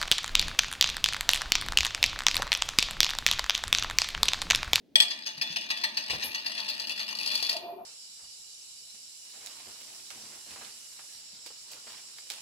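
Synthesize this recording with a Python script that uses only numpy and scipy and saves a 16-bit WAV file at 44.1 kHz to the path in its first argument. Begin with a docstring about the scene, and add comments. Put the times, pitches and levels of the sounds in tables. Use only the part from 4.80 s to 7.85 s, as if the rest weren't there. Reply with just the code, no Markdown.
"""First a tin's metal lid drops on a stone kitchen counter and bounces once, near the left microphone.
It wobbles on its rim ever faster until it chatters flat: random tiny impacts ring a thin metal sheet.
Meanwhile something is set down: dull bumps and thin rustles of shaped noise, hollow knocks of sine.
At the end a dragged mug sings in wavering tones, with a thin squeak of its foot.
All this is in a small room, whose echoes are decaying noise, over a quiet background of soft noise."""
import sys
import numpy as np
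from scipy import signal
from scipy.fft import rfft, irfft, next_fast_len
from scipy.io import wavfile
from scipy.ndimage import uniform_filter1d, map_coordinates

SR = 44100
rng = np.random.default_rng(int(sys.argv[2]) if len(sys.argv) > 2 else 0)


def unload_audio(sound):
    """Save the sound as a 16-bit wav file, at the path given as the first command line argument."""
    columns = np.transpose(np.atleast_2d(sound))
    # keep every value between -1 and 1, then stretch to whole-number steps
    steps = np.round(np.clip(columns, -1, 1) * 32767)
    wavfile.write(sys.argv[1], SR, steps.astype(np.int16))


N = 134505
T = np.arange(N) / SR  # time of each sample [s]


def amp(db):
    """Decibels to an amplitude factor."""
    return 10 ** (np.asarray(db) / 20)


def unit(x):
    """Scale to an rms of 1."""
    return x / np.sqrt(np.mean(x ** 2) + 1e-20)


def along(points, hz):
    """Read (pitch [Hz], value) points on a logarithmic pitch axis."""
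    point_hz, value = np.transpose(points)
    return np.interp(np.log(hz + 1), np.log(point_hz + 1), value)


def curve(rows):
    """Gain per sample from (time [s], level [dB]) points, practically silent outside them."""
    return amp(np.interp(T, *np.transpose(rows), left=-120, right=-120))


def waver(rate):
    """A smooth random curve through `rate` random points per second."""
    return map_coordinates(rng.standard_normal(int(N * rate / SR) + 4), [T * rate])


def through(x, response):
    """What comes out when x excites something with this response."""
    return signal.fftconvolve(x, response)[:N]


def colour(x, points, size=4096):
    """Filter with the given spectrum and unit energy; it never sounds ahead of its input."""
    cepstrum = irfft(np.log(amp(along(points, np.fft.rfftfreq(size, 1 / SR)))))
    # folding the second half onto the first makes the filter minimum phase
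    cepstrum[1:size // 2] *= 2
    cepstrum[size // 2 + 1:] = 0
    response = irfft(np.exp(rfft(cepstrum)))
    return through(x, response / np.linalg.norm(response))


def fade(t, t60):
    """Exponential decay that falls 60 dB in t60 seconds."""
    return np.exp(-np.log(1000) * np.maximum(t, 0) / t60)


def burst(start, rise, hold, t60):
    """Attack, hold and release, all in seconds."""
    return np.clip((T - start) / rise, 0, 1) * fade(T - start - hold, t60)


def mode(hz, t60):
    """A damped vibration of unit energy with a soft start, at most a second long."""
    tone = np.sin(2 * np.pi * hz * T) * fade(T, t60)
    response = (tone * (1 - np.exp(-T * hz)))[:SR]
    return response / np.linalg.norm(response)


def width_t60(width_hz):
    """Decay time of a mode from the width of its resonance: wide ones die faster."""
    return np.log(1000) / (np.pi * width_hz)


def contacts(rate, spread_db):
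    """Random tiny impacts of uneven size, `rate` per second on average, rms 1."""
    hits = (rng.random(N) < rate / SR) * rng.choice([-1, 1], N)
    size = amp(spread_db * np.clip(rng.standard_normal(N), -2, 2))
    return unit(hits * size)


def place(x, lead_s, pan_db):
    """A source that reaches the left microphone earlier and louder."""
    m = next_fast_len(N + 4096)
    side = np.array([[1], [-1]])  # left, right: each takes half the lead
    shift = np.exp(1j * np.pi * side * lead_s * np.fft.rfftfreq(m, 1 / SR))
    return irfft(rfft(x, m) * shift, m)[:, :N] * amp(side * pan_db)


# spectrum of the quiet background: (pitch [Hz], relative level [dB])
AIR_COLOUR = [(25, -27), (60, -12), (130, -6), (290, 6), (420, -3.5), (620, -8.5), (1100, -27.5),
              (4000, -22), (8000, -36), (16000, -37)]
AIR_DB = -64.5


def background():
    """Soft coloured noise, partly shared between the microphones."""
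    common = rng.standard_normal(N)
    ears = [colour(common + 0.78 * rng.standard_normal(N), AIR_COLOUR) for _ in range(2)]
    return amp(AIR_DB) * np.array(ears)


# how long the room rings at each pitch: (pitch [Hz], time to fall 60 dB [s])
ROOM_DECAY = [(150, 0.17), (1000, 0.88), (4000, 0.43), (8000, 0.3), (15000, 0.37)]
ROOM_DB, WALLS_DB = -6.5, -9  # diffuse tail, early echoes


def room(x):
    """Nearby cabinets return ten early echoes, and the kitchen's diffuse tail swells in and decays."""
    hz, t, noise = signal.stft(rng.standard_normal(SR * 3 // 4), SR, nperseg=256)
    decay = fade(t, along(ROOM_DECAY, hz)[:, None])
    tail = signal.istft(noise * decay, SR, nperseg=256)[1]
    tail *= np.clip(T[:len(tail)] / .015, 0, 1)
    walls = np.zeros(len(tail))
    walls[(rng.uniform(.002, .025, size=10) * SR).astype(int)] = rng.choice([-1, 1], size=10)
    tail = amp(ROOM_DB) * tail / np.linalg.norm(tail)
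    return through(x, tail + amp(WALLS_DB) * walls / np.linalg.norm(walls))


# dull bumps on the counter: (time [s], level [dB], time to fall 60 dB [s])
BUMPS = [(1.298, -39.5, 0.076), (1.33, -39.5, 0.16), (1.44, -47.5, 0.22)]
# their spectrum: (pitch [Hz], relative level [dB])
BUMP_COLOUR = [(25, -33), (45, -9), (62, 6), (120, 1.5), (250, -2), (700, 0.5), (3000, -23), (9000, -42)]


def bumps():
    """Short noise bursts, mostly low: something is set down on the counter."""
    push = sum(amp(db) * burst(s, 0.0026, 0.0014, t60) for s, db, t60 in BUMPS)
    return colour(push * rng.standard_normal(N), BUMP_COLOUR)


# soft hollow knocks of the tin in the hands: (time [s], pitch [Hz], level [dB])
KNOCKS = [(0.577, 158, -49.5), (0.701, 162, -46)]


def knocks():
    """The hollow tin answers each knock with one low, quickly fading tone."""
    return sum(amp(db) * burst(s, 0.0036, 0.0045, 0.12) * np.sin(2 * np.pi * hz * (T - s))
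               for s, hz, db in KNOCKS)


# thin high rustles: (time [s], level [dB], time to fall 60 dB [s])
RUSTLES = [(1.33, -57, 0.11), (1.439, -40, 0.11), (1.889, -52, 0.028)]
# their spectrum: (pitch [Hz], relative level [dB])
RUSTLE_COLOUR = [(3000, -50), (9000, -15), (10500, -2), (12300, 0), (13800, -9), (16000, -22)]


def rustles():
    """Bursts of many tiny impacts, filtered to leave the high treble."""
    strength = sum(amp(db) * burst(s, 0.0029, 0.021, t60) for s, db, t60 in RUSTLES)
    return colour(strength * contacts(2000, 5.1), RUSTLE_COLOUR)


MUG_STEADY = .55  # steady part of each main ring, beside its random part


def wavering_ring(phase, width_hz):
    """A tone whose strength and phase wander at random; phase counts in turns."""
    wander = waver(width_hz * 2) * .5 + .5j * waver(width_hz * 2)
    return unit(np.real((MUG_STEADY + wander) * np.exp(2j * np.pi * phase)))


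# the drag: (time [s], main ring's pitch [Hz], main level [dB], lower ring's level [dB]),
# levels relative to each other
DRAG = [(2.7, 696, -70, -73), (2.731, 704, -42.5, -60), (2.755, 669.4, -39, -57), (2.818, 672, -45, -53),
        (2.849, 694, -40, -42), (2.893, 690.5, -39, -63), (2.925, 693, -40, -46.5), (2.968, 702, -57, -45),
        (2.996, 711, -38, -50), (3.05, 707, -58, -65)]
# the mug's weaker modes: (pitch [Hz], width [Hz], relative level [dB])
MUG_MODES = [(648, 136, 11), (898, 18, 8), (960, 120, 7)]
# thin squeak of the mug's foot: (time [s], level [dB])
SQUEAK = [(2.8, -68), (2.91, -64), (3.05, -72.5)]
SLIPS_PER_S, DRAG_DB, MUG_SIDE_DB, MUG_JUDDER_DB = 580, -4, -6, 1.2
MUG_LOW_HZ, MUG_WIDTH_HZ = 373, 49
SQUEAK_HZ, SQUEAK_WIDTH_HZ = 11900, 230


def mug():
    """The mug's foot sticks and slips on the stone; its two main rings swell and fade separately."""
    s, hz, main_db, low_db = np.transpose(DRAG)
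    body = sum(amp(db) * mode(f, width_t60(width)) for f, width, db in MUG_MODES)
    slips = unit(through(contacts(SLIPS_PER_S, 1.9), body))
    main_phase = np.cumsum(np.interp(T, s, hz)) / SR
    main = wavering_ring(main_phase, MUG_WIDTH_HZ) + amp(MUG_SIDE_DB) * slips
    low = wavering_ring(MUG_LOW_HZ * T, MUG_WIDTH_HZ)
    both = main * curve(np.c_[s, main_db]) + low * curve(np.c_[s, low_db])
    squeak_mode = mode(SQUEAK_HZ, width_t60(SQUEAK_WIDTH_HZ))
    squeak = curve(SQUEAK) * unit(through(rng.standard_normal(N), squeak_mode))
    judder = amp(DRAG_DB + MUG_JUDDER_DB * waver(90))
    return place(judder * both + squeak, .0001, 0.62)


HUM_HZ, HUM_DB = 215.5, -64


def hum():
    """A low ring under the rolling lid: noise through one resonance."""
    ring = unit(through(rng.standard_normal(N), mode(HUM_HZ, 0.17)))
    return amp(HUM_DB) * ring * burst(LANDINGS[0][0], 0.024, 2.47, 2.7)


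SHEET_WIDTH = .65  # part of the sheet's noise that differs between the microphones


def wide():
    """Noise for the dense sheet modes, partly shared between the microphones."""
    common = np.sqrt(1 - SHEET_WIDTH ** 2) * rng.standard_normal(N)
    return common + SHEET_WIDTH * rng.standard_normal((2, N))


def shimmer(force, t60, length):
    """The sheet's dense short ring: noise that follows the decaying energy of the force."""
    decay = fade(T[:length], t60) ** 2
    energy = np.abs(through(force ** 2, decay / decay.sum()))
    return np.sqrt(energy) * wide()


# the lid's long modes: (pitch [Hz], relative level [dB], time to fall 60 dB [s])
LID_MODES = [(610, -28, .3), (700, -28, .3), (884, -23, .25), (1185, -30, .22), (1912, -13.8, .23),
             (2420, -15.5, .55), (2769, -16.5, .14), (2885, -16, .19), (3280, -20, .14), (3466, -13, .2),
             (3732, -19.5, .15), (4280, -17, .067), (4528, -19.5, .07)]
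RING_WAVER_PER_S, RING_BEND_RAD, RING_WAVER_DB = 35, .42, 2.5


def ringing(force):
    """Long modes, each wavering in phase and level as the contact point travels round the rim."""
    total = np.zeros(N)
    for hz, db, t60 in LID_MODES:
        ring = signal.hilbert(through(force, mode(hz, t60)), next_fast_len(N))[:N]
        level = amp(db + RING_WAVER_DB * waver(RING_WAVER_PER_S))
        bend = np.exp(1j * RING_BEND_RAD * waver(RING_WAVER_PER_S))
        total += level * np.real(ring * bend)
    return total


# single sharp rim taps, mostly as the lid settles: (time [s], relative strength [dB])
TAPS = [(0.579, -15), (0.6221, -5.5), (.7265, -15), (.975, -12), (1.8022, -10.5), (1.8445, -15.5),
        (1.888, -6), (1.9985, -10), (2.0185, -13.5), (2.0716, -9.5), (2.0952, -8.5), (2.12, -9.5),
        (2.163, -14.5), (2.194, -11.5), (2.2869, -13.5), (2.3517, -10.5), (2.3877, -7), (2.4137, -14),
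        (2.4322, -8.5), (2.4618, -2), (2.475, -5), (2.5187, -6.5), (2.541, -8), (2.5536, 1.5),
        (2.576, -7.5), (2.6036, -10.5), (2.627, 0.5), (2.649, -7.5), (2.667, -7), (2.695, 2), (2.7294, -5),
        (2.7678, -8)]


def tap_pulses():
    """Each tap is one very short push on the sheet."""
    taps = np.zeros(N)
    for s, db in TAPS:
        taps[round(s * SR)] = amp(db)
    return taps


# spectrum of a tap: (pitch [Hz], relative level [dB])
TAP_COLOUR = [(40, -45), (900, -17.5), (2000, -24.5), (2750, -9), (3600, -15.5), (4520, 6), (5000, -3),
              (7100, -21.5), (11400, -20.5), (16000, -31.5)]
TAP_DB, TAP_T60_S, TAP_RING_DB = -4.5, 0.05, 5.5  # the last sets the ring against the bare click


def ticks(taps):
    """Each sharp tap is a bare click and a brief bright ring of the sheet."""
    ring = shimmer(taps, TAP_T60_S, SR // 8)
    return amp(TAP_DB) * np.array([colour(taps + amp(TAP_RING_DB) * ear, TAP_COLOUR) for ear in ring])


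PATCHY_DB = 3.5


def patchy(x):
    """Each spot on the rim stresses other overtones: a random gain over pitch and time."""
    z = signal.stft(x, nperseg=256)[2]
    field = uniform_filter1d(rng.standard_normal(z.shape[1:]), size=2, axis=0)  # over pitch
    field = uniform_filter1d(field, size=12, axis=1)  # over time
    gain = amp(PATCHY_DB * (unit(field) - 0.12))
    return signal.istft(z * gain, nperseg=256)[1][:, :N]


# the lid's colour while tilted steeply: (pitch [Hz], relative level [dB])
STEEP_COLOUR = [(40, -42), (300, -22.5), (500, -37.5), (900, -15), (1400, -21), (1900, -1.5), (2100, -15.5),
                (2580, -2.5), (3100, -10), (3700, -8.5), (4400, -2.5), (5100, -0.5), (5700, -16.5),
                (6300, -9), (7100, -38.5), (8200, -16), (9700, -31.5), (13500, -25.5), (14800, -49),
                (16000, -22)]
# and when nearly flat: (pitch [Hz], relative level [dB])
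FLAT_COLOUR = [(40, -45), (300, -22.5), (500, -29.5), (900, -15.5), (1400, -17.5), (1900, -5), (2100, -19),
               (2600, -2), (2850, -3), (3100, -11.5), (3700, -11.5), (4400, 1), (5100, -2.5), (5700, -19),
               (6300, -11.5), (7100, -34), (8200, -17), (9700, -31), (11400, -19), (13500, -29),
               (14800, -27.5), (16000, -46)]
FLATTEN_START_S, FLATTEN_END_S = 1.1, 2.3
SHEET_T60_S, CRACK = .025, .58  # CRACK: part of bare contact beside the sheet's ring


def clatter(force):
    """Bare contacts and the sheet's dense ring, changing colour as the lid flattens."""
    ring = shimmer(force, SHEET_T60_S, SR // 4)
    sheet = patchy(CRACK * force + np.sqrt(1 - CRACK ** 2) * ring)
    flat = np.clip((T - FLATTEN_START_S) / (FLATTEN_END_S - FLATTEN_START_S), 0, 1)
    return np.array([(1 - flat) * colour(ear, STEEP_COLOUR) + flat * colour(ear, FLAT_COLOUR)
                     for ear in sheet])


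# once a turn the rim slaps down: (time [s], relative level [dB], time to fall 60 dB [s])
WOBBLES = [(.302, -32, 0.068), (0.458, -30.5, 0.15), (0.611, -26, 0.042), (0.7589, -26.5, 0.017),
           (0.901, -25, 0.03), (1.035, -25.5, 0.053), (1.1684, -26.5, 0.04), (1.296, -29, 0.16),
           (1.422, -29.5, 0.1), (1.5442, -29, 0.044), (1.66, -30, 0.072), (1.776, -33, 0.06),
           (1.888, -34.5, 0.16), (1.995, -35.5, 0.04), (2.094, -33.5, 0.039), (2.193, -32.5, 0.044),
           (2.2865, -38, 0.087)]
# force of the rim rolling on the stone: (time [s], relative level [dB])
ROLL = [(.2, -92), (.225, -29), (.29, -44.5), (.39, -46.5), (.55, -47), (.68, -43), (.96, -40), (1.12, -48),
        (1.22, -39.5), (1.5, -41), (1.9, -40), (2.68, -38), (2.76, -40.5), (2.81, -81)]
WOBBLE_RISE_S, WOBBLE_HOLD_S = .003, .012
CONTACTS_PER_S, CONTACT_SPREAD_DB = 2500, 4
ROLL_TICKS_PER_S, ROLL_SPREAD_DB, ROLL_WAVER_DB = 380, 3.5, 0.5
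LIFT_DB, LIFT_LEAD_S, LIFT_WIDTH_S = -4, 0.042, 0.011


def rim_force():
    """Slaps and rolling are random contacts; the rim unloads shortly before each slap."""
    slaps = sum(amp(db) * burst(s, WOBBLE_RISE_S, WOBBLE_HOLD_S, t60) for s, db, t60 in WOBBLES)
    lift = sum(np.exp(-((T - s + LIFT_LEAD_S) / LIFT_WIDTH_S) ** 2) for s, _, _ in WOBBLES)
    rolling = curve(ROLL) * amp(ROLL_WAVER_DB * waver(38.77) + LIFT_DB * lift)
    slap_force = slaps * contacts(CONTACTS_PER_S, CONTACT_SPREAD_DB)
    return slap_force + rolling * contacts(ROLL_TICKS_PER_S, ROLL_SPREAD_DB)


# the lid hits edge first, its far side follows; it bounces and lands again:
# (time [s], relative level [dB])
LANDINGS = [(.156, -10.5), (0.1603, -20), (0.1835, -31), (0.2018, -10), (.207, -19), (0.2195, -23),
            (.2255, -23)]
LANDING_T60_S, LANDING_HOLD_S = 0.033, 0.0013


def landing_strength():
    """Each landing strikes abruptly and dies away fast."""
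    return sum(amp(db) * burst(s, 0.00042, LANDING_HOLD_S, LANDING_T60_S) for s, db in LANDINGS)


# spectrum of a landing: (pitch [Hz], relative level [dB])
LANDING_COLOUR = [(40, -49.5), (150, -25), (900, -18.5), (1400, -24.5), (1900, 1.5), (2100, -17),
                  (2420, -1.5), (2950, -19.5), (3330, 7), (3750, -21.5), (4300, 1), (5200, -4.5),
                  (7100, -22.5), (8200, -3), (9200, -21.5), (10700, -18.5), (13400, -28), (14600, -24),
                  (16000, -27.5)]
LANDING_DB = -3.5


def crash(fall):
    """A landing shakes all the dense sheet modes at once: coloured noise."""
    return amp(LANDING_DB) * np.array([colour(fall * ear, LANDING_COLOUR) for ear in wide()])


CLANK_HZ, CLANK_BEND_RAD, CLANK_DB = 3394, 0.37, -1


def clank(fall):
    """The panel mode that a landing drives hardest: a tone with a wavering phase."""
    tone = unit(np.sin(2 * np.pi * CLANK_HZ * T + CLANK_BEND_RAD * waver(200)))
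    return amp(CLANK_DB) * fall * tone


LID_LEAD_S, CLANK_LEAD_S, LID_PAN_DB = 0.0002851, .00018, 2.1


def lid():
    """Landings, rim slaps, rolling and taps all ring the same thin sheet."""
    fall = landing_strength()
    blows = fall * contacts(8100, 6.0)
    force = rim_force()
    taps = tap_pulses()
    ring = ringing(force + amp(-4) * taps + amp(-6.5) * blows)
    sheet = clatter(force) + ticks(taps) + ring + crash(fall)
    return place(sheet, LID_LEAD_S, LID_PAN_DB) + place(clank(fall), CLANK_LEAD_S, LID_PAN_DB) + hum()


def scene():
    """The sources in the kitchen, with its echoes, over its background."""
    near = bumps() + knocks() + rustles() + mug() + lid()
    echoes = np.array([room(near.mean(0)) for _ in near])
    return background() + echoes + near


TOP_HZ = 16000


def record(dry):
    """Nothing is kept above the band limit."""
    m = next_fast_len(N + SR // 2)
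    keep = np.fft.rfftfreq(m, 1 / SR) < TOP_HZ
    return irfft(rfft(dry, m) * keep, m)[:, :N]


dry = scene()
out = record(dry)
unload_audio(out)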